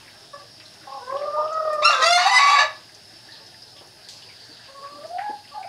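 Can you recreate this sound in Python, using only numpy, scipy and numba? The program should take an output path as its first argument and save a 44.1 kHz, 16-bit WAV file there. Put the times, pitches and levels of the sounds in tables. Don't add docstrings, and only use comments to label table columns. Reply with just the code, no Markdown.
import sys
import numpy as np
from scipy import signal
from scipy.fft import rfft, irfft, next_fast_len
from scipy.io import wavfile
from scipy.ndimage import uniform_filter1d
from numba import njit

SR = 44100
rng = np.random.default_rng(int(sys.argv[2]) if len(sys.argv) > 2 else 0)


def dump_mix(stems):
    frames = np.atleast_2d(stems).T
    limited = np.clip(frames, -1, 1)
    pcm = np.round(limited * 32767).astype(np.int16)
    wavfile.write(sys.argv[1], SR, pcm)


N = 250488
TIME, FFT_SIZE = np.arange(N) / SR, next_fast_len(N)
TOP_HZ = 15680

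# start/s, end/s, from f/Hz, to f/Hz, glide/s,
# first partial/dB, its swell/dB, second partial/dB, its swell/dB, overtones/dB, tilt/(dB per octave),
# half-pitch partials/dB, rasp/dB, extra rasp at the break/dB, jitter/share of pitch
REGISTERS = [(1.82, 1.894, 858, 1403, .015, 0.5, 6.5, -4, 15, -8, -1, -47, -17.5, 23, 0.0042),
             (1.882, 2.057, 1370, 1227, 0.099, -0.5, -2.5, -13.5, -11, -8, 0.5, -12, -6, -3.5, 0.098),
             (2.014, 2.183, 610, 717.7, .06, -1, 9.5, -8, -14, -6, 4.5, -49, -31, 23, 0.0036),
             (2.17, 2.266, 709, 747, 0.082, -7.5, 17.5, -11.5, -23, -4, 1, -4, -6.5, 4, 0.01),
             (2.253, 2.296, 749, 840, 0.0306, 2.5, -15.5, -19, -1, -18, 13, 8, -3.5, 4.5, 0.012),
             (2.289, 2.394, 976.6, 1017, 0.049, -7, -2, -1, -2, -8.5, 5, -20.5, -7.5, 2, 0.0172),
             (2.381, 2.564, 1100, 1139, 0.034, 2, 2.5, -7, -12.5, -16.5, 6, -6, -4.5, 10.5, 0.0163),
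             (2.551, 2.648, 1115, 1141, 0.051, -13, -14, -10.5, -19, -8.5, 0, 6, 0, 0, 0.024)]
# t/s, level/dB
EFFORT = [(1.818, -15), (1.836, -20), (1.844, -20.5), (1.856, -11.5), (1.872, -18), (1.908, -20),
          (1.95, -26), (1.974, -31.5), (2.048, -16.5), (2.246, -19), (2.278, -16), (2.304, -22.5),
          (2.34, -14), (2.404, -18.5), (2.536, -14), (2.574, -21.5), (2.594, -13), (2.64, -25.5)]
# f/Hz, gain/dB
OPEN_THROAT = [(290, -13), (500, -19), (694, 10.5), (1610, 7.5), (2020, 1), (2460, -18), (2800, -4.5),
               (3180, -7.5), (3460, -3.5), (5860, -11), (7790, -27), (9120, -26), (15000, -58.5)]
# f/Hz, width/Hz, gain/dB
RASP_MODES = [(919, 254, -11), (1146, 120, -4.5), (1718, 71, -12), (1963, 95, -9.5), (2350, 490, -16),
              (2656, 66, -11), (3797, 250, -13.5), (4573, 323, -14), (5520, 110, -23), (6130, 160, -22),
              (7510, 280, -28.5), (9100, 820, -44.5)]
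# t/s, f/Hz, level/dB
UNDERTONE = [(2.29, 767, -39), (2.41, 797, -30.5), (2.57, 805, -29.5), (2.615, 639, -29.5),
             (2.66, 603, -28)]
# t/s, f/Hz, level/dB, brightness/(dB per octave), boost above partial 2/dB
MOANS = [
    [(0.99, 491, -52.5, 8, -8), (1.08, 504.5, -32, 8, -12.5), (1.16, 568.5, -32, -3, -3),
     (1.25, 593.2, -32, -5, -10), (1.4, 605.4, -27, 0, -12), (1.49, 617.4, -31.5, 1, -17),
     (1.57, 638.3, -25.5, 4, -4), (1.66, 623.5, -25.5, 0.5, -4), (1.73, 603.8, -23.5, 2.5, 2),
     (1.83, 607, -29.5, -2, -4), (1.91, 603.4, -26, 11.5, -5), (1.96, 521.6, -28.5, 1, 16),
     (2.04, 510, -27.5, -2.5, 5)],
    [(4.68, 549.3, -50, -1, 11), (4.76, 548.4, -41, 10.5, -19), (4.94, 577.5, -44, 3.5, -18),
     (5.0, 584.6, -34.5, -2.5, -16), (5.07, 651.4, -42.5, -23, 0), (5.17, 728, -30.5, -25, 0),
     (5.23, 834, -31.5, -3, -2), (5.32, 839, -32.5, -4.5, 0), (5.36, 802, -51, 6, 0)],
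]
# start/s, length/s, from f/Hz, to f/Hz, level/dB, fade/dB, brightness/(dB per octave),
# boost above partial 2/dB, flutter/share of pitch
CLUCKS = [(0.33, 0.079, 555.6, 562, -36, 15.5, 2.5, 5.5, 0.016),
          (0.869, 0.12, 270.6, 271, -31.5, 6, -8, 16.5, 0.014),
          (1.129, 0.17, 402, 378, -41.5, 5, -0.5, -6, 0.029),
          (1.363, 0.074, 929, 936, -31, 12, -25, 0, 0.045),
          (5.509, .08, 557, 599, -39, 11.5, 7.5, -26, 0.034),
          (5.537, .16, 818.4, 759, -35.5, -1, -9, 11, 0.043)]
# f/Hz, gain/dB
FLOCK_THROAT = [(270, -24.5), (500, -1.5), (800, -1), (1100, -1.5), (1300, -2.5), (1700, -14.5),
                (2200, -32), (3500, -54)]
# t/s, level before the crack/dB, f/Hz, width/share of f, t60/s
TAPS = [(0.601, -46.5, 2180, 0.84, 0.2), (0.655, -43.5, 4200, 0.22, 0.11), (1.73, -47.5, 7700, 1, 0.16),
        (3.286, -50.5, 1780, 0.12, 0.83), (3.32, -44, 4230, 0.16, 0.51), (3.62, -41, 5030, 0.095, .16),
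        (3.81, -46, 585, .99, 0.36), (4.087, -39, 4520, 0.81, 0.45), (4.49, -47.5, 326, 0.44, 0.23),
        (4.593, -46, 1680, 0.13, 0.3), (4.92, -50.5, 300, .42, 0.82), (5.184, -36, 1860, 0.51, 0.32),
        (5.294, -38, 405, 1, 0.2), (5.44, -53, 2750, 0.12, .078)]
# t/s, centre f/Hz, level/dB
TWITTER = [(0, 5203, -51), (1.5, 5080, -47.5), (3, 5014, -49.5), (3.6, 5000, -48.5), (3.95, 5014, -52.5),
           (4.4, 4760, -45.5), (4.75, 4745, -50), (5.68, 4765, -51)]
# f/Hz, relative level/dB
AIR_COLOUR = [(15, -60), (25, -12), (75, -11.5), (107, 3.5), (160, -6), (399, -9), (433, -14.5), (648, -5),
              (1200, -13.5), (1570, -11), (2920, -10), (5140, -7.5), (6050, -19), (10600, -21.5),
              (15500, -34.5)]
# f/Hz, width/Hz, gain/dB
AIR_BANDS = [(620, 40, 3), (1644, 350, 4.5), (2360, 360, -7.5), (2410, 230, 5), (2690, 65, 5),
             (3760, 220, 3), (6540, 360, 6), (8950, 990, 4), (10600, 580, 6.5)]
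# t/s, relative level/dB
BUSTLE = [(0, -52), (.5, -56.5), (.85, -52), (3, -56), (3.3, -53.5), (3.85, -57.5), (4.5, -53),
          (5.4, -57.5)]


def squawk(shimmer_db=5.0, hoarse_share=0.87, hoarse_jitter=0.6, hoarse_dulling=0.18):
    out, wobble = np.zeros(N), walk(250)
    chaos = rng.standard_normal(N) * undb(1.5 * walk(400))
    rasp = unit(sum(undb(db) * np.sqrt(width) * unit(ring(chaos, hz, width))
                    for hz, width, db in RASP_MODES))
    shimmer = [undb(shimmer_db * walk(120)) for _ in range(6)]
    order = np.setdiff1d(np.arange(1, 46) / 2, [1, 2])[:, None]
    for (start, end, from_hz, to_hz, glide_s, first_db, swell_db, second_db, swell2_db,
         over_db, tilt, half_db, rasp_db, break_db, shake) in REGISTERS:
        at, gate, (along,) = automation([(start, -.5), (end, .5)], edge_s=.012)
        age = TIME[at] - start
        hz = to_hz + (from_hz - to_hz) * np.exp(-age / glide_s)
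        hoarse_db = break_db * np.exp(-age / (hoarse_share * glide_s))
        jitter = shake * undb(hoarse_jitter * hoarse_db)
        steady = phase_of(hz * (1 + (0.0024 + 0.2 * jitter) * wobble[at]))
        shaky = phase_of(hz * (1 + jitter * wobble[at]))
        first = undb(first_db + swell_db * along) * np.sin(steady)
        second = undb(second_db + swell2_db * along) * np.sqrt(shimmer[1][at]) * np.sin(2 * steady)
        tilt_db = (tilt - hoarse_dulling * hoarse_db) * np.log2(order)
        gain = undb(eq(OPEN_THROAT, order * hz) + tilt_db + (order % 1 > 0) * half_db)
        gain *= order * hz < TOP_HZ
        gain /= np.sqrt(np.sum(gain ** 2, axis=0))
        overtones = sum(gain[k] * shimmer[k % 6][at] * np.sin(ratio * shaky + k * k)
                        for k, ratio in enumerate(order))
        tone = np.sqrt(2) * (first + second + undb(over_db) * overtones)
        out[at] += gate * (tone + undb(rasp_db + hoarse_db) * rasp[at])
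    out *= undb(np.interp(TIME, *np.transpose(EFFORT)))
    at, gate, (hz, db) = automation(UNDERTONE, edge_s=0.011)
    undertone = np.sin(phase_of(hz * (1 + 0.025 * wobble[at])))
    out[at] += np.sqrt(2) * gate * undb(db) * shimmer[0][at] * undertone
    return signal.sosfilt(signal.butter(4, 430, "high", fs=SR, output="sos"), out)


def flock(throb_hz=38, throb_db=2.5, husk_db=-15, moan_flutter=0.0116):
    out, order = np.zeros(N), np.arange(1, 5)[:, None]
    throb = 1.03 * walk(60) + np.sin(phase_of(throb_hz * (1 + 0.153 * walk(8))))
    flutter, waver = walk(110), 0.00692 * walk(28)
    husk = np.array([(1 + undb(husk_db) * walk(500)) * undb(1.58 * walk(25)) for _ in order])
    for call, depth in [(moan, moan_flutter) for moan in MOANS] + [cluck(*row) for row in CLUCKS]:
        at, gate, (hz, db, bright, upper_db) = automation(call, edge_s=0.0081)
        phase = phase_of(hz * (1 + depth * flutter[at] + waver[at]))
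        gain = undb(eq(FLOCK_THROAT, order * hz) + bright * np.log2(order) + (order > 2) * upper_db)
        gain /= np.sqrt(np.sum(gain ** 2, axis=0))
        tone = np.sum(gain * husk[:, at] * np.sin(order * phase), axis=0)
        out[at] += np.sqrt(2) * gate * undb(db + throb_db * throb[at]) * tone
    return out


def cluck(start, length, hz, to_hz, db, fade_db, bright, upper_db, flutter):
    return [(start, hz, db, bright, upper_db),
            (start + length, to_hz, db - fade_db, bright, upper_db)], flutter


def taps(crack_db=4.5, crack_s=0.0027, pecks_per_s=9):
    out, t = np.zeros(N), TIME[:int(.4 * SR)]
    pecks = [(when * N / SR, -56 + 12.5 * size, 1500 * 4.5 ** pitch, .3, .05 + 0.18 * decay)
             for when, size, pitch, decay in rng.random((int(pecks_per_s * N / SR), 4))]
    for start, db, hz, share, t60 in TAPS + pecks:
        burst = unit(ring(rng.standard_normal(len(t)), hz, share * hz))
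        envelope = undb(db - 60 * t / t60 + crack_db * np.exp(-t / crack_s))
        place(out, envelope * burst, start)
    return out


def sparrows(chirps_per_s=90, chirp_s=0.016, spread=0.089):
    times, centre_hz, db = np.transpose(TWITTER)
    out, t = np.zeros(N), TIME[:int(.08 * SR)]
    for when, pitch, size, fall in rng.random((int(chirps_per_s * N / SR), 4)):
        start = when * N / SR
        hz = np.interp(start, times, centre_hz) * (1 + spread * (1 - 2.2 * pitch ** 2))
        chirp = np.sin(2 * np.pi * hz * t * (1 - fall * t))
        place(out, undb(12 * size) * chirp * t * np.exp(-t / chirp_s), start)
    chirps = unit(.5 * out + pen_reverb(out))
    blur = unit(ring(rng.standard_normal(N), np.interp(TIME, times, centre_hz), width_hz=910))
    return (undb(-4) * chirps + undb(-5) * blur) * undb(np.interp(TIME, times, db))


def murmur(level_db=-61, clucks_per_s=45, cluck_s=.011):
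    out, t = np.zeros(N), TIME[:int(.15 * SR)]
    for when, pitch, size, glide in rng.random((int(clucks_per_s * N / SR), 4)):
        phase = 2 * np.pi * 300 * 3.0 ** pitch * t * (1 + 0.9 * (glide - .5) * t)
        tone = np.sin(phase) + .6 * np.sin(2 * phase)
        place(out, undb(14 * size) * tone * t * np.exp(-t / cluck_s), when * N / SR)
    return undb(level_db) * unit(out)


def air(level_db=-50):
    hz = np.fft.rfftfreq(FFT_SIZE, 1 / SR)
    bands_db = sum(db * np.exp(-(2 * (hz - centre) / width) ** 2) for centre, width, db in AIR_BANDS)
    spectrum = rfft(rng.standard_normal(FFT_SIZE)) * undb(eq(AIR_COLOUR, hz) + bands_db)
    spectrum /= np.std(irfft(spectrum, FFT_SIZE))
    swell_db = np.interp(TIME, *np.transpose(BUSTLE))
    out, octave = np.zeros(N), np.log2(np.maximum(hz, 20) / 20)
    for centre in np.arange(0, 10.1, .5):
        band = irfft(spectrum * np.clip(1 - 2 * abs(octave - centre), 0, 1), FFT_SIZE)[:N]
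        mids = np.exp(-((centre - 6.3) / 1.8) ** 2)
        out += band * undb(mids * (swell_db - swell_db.mean() + 2.0 * walk(25)) + walk(8))
    return out * undb(level_db)


def pen_reverb(x, t60_s=.3, treble_t60_s=0.17, predelay_s=0.0068):
    t = TIME[:int(.7 * SR)]
    echo = rng.standard_normal(len(t))
    low = signal.sosfilt(signal.butter(1, 1800, fs=SR, output="sos"), echo)
    tail = low * undb(-60 * t / t60_s) + (echo - low) * undb(-60 * t / treble_t60_s)
    tail *= np.clip(t / predelay_s - 1, 0, 1)
    return signal.fftconvolve(x, tail / np.sqrt(np.sum(tail ** 2)))[:N]


def undb(db):
    return 10 ** (np.asarray(db) / 20)


def unit(x):
    return x / np.sqrt(np.mean(x ** 2))


def phase_of(hz):
    return 2 * np.pi * np.cumsum(hz) / SR


def place(track, sound, start_s):
    at = int(start_s * SR)
    track[at:at + len(sound)] += sound[:N - at]


def walk(rate_hz):
    hold = max(int(SR / rate_hz), 1)
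    steps = np.repeat(rng.standard_normal(N // hold + 1), hold)
    return unit(uniform_filter1d(uniform_filter1d(steps, hold), hold)[:N])


def eq(table, hz):
    points_hz, db = np.transpose(table)
    return np.interp(np.log(np.maximum(hz, 1)), np.log(points_hz), db)


def automation(call, edge_s):
    times, *columns = np.transpose(call)
    at = slice(int(times[0] * SR), min(int(times[-1] * SR), N))
    t = TIME[at]
    gate = np.clip(np.minimum(t - times[0], times[-1] - t) / edge_s, 0, 1)
    return at, gate, [np.interp(t, times, column) for column in columns]


@njit
def bandpass(x, hz, width_hz):
    y, band, low = np.empty(len(x)), 0., 0.
    for i in range(len(x)):
        g, damping = np.tan(np.pi * hz[i] / SR), width_hz / hz[i]
        v = (band + g * (x[i] - low)) / (1 + g * (g + damping))
        band, low, y[i] = 2 * v - band, low + 2 * g * v, damping * v
    return y


def ring(x, hz, width_hz):
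    hz, width_hz = hz + np.zeros(len(x)), float(width_hz)
    return bandpass(bandpass(x, hz, width_hz), hz, width_hz)


def scene(near_send_db=-4, far_send_db=-5.5):
    near = undb(-2.0) * squawk()
    far = flock() + murmur()
    wet = pen_reverb(undb(near_send_db) * near + undb(far_send_db) * far)
    return (near + far + wet + taps() + sparrows() + air())[None]


def record(dry):
    bent = np.tanh(.5 * dry) / .5 + 0.036 * dry ** 2
    bent = signal.sosfilt(signal.butter(1, 15, "high", fs=SR, output="sos"), bent)
    return signal.sosfilt(signal.ellip(12, .2, 70, TOP_HZ, fs=SR, output="sos"), bent)


dry = scene()
out = record(dry)
dump_mix(out)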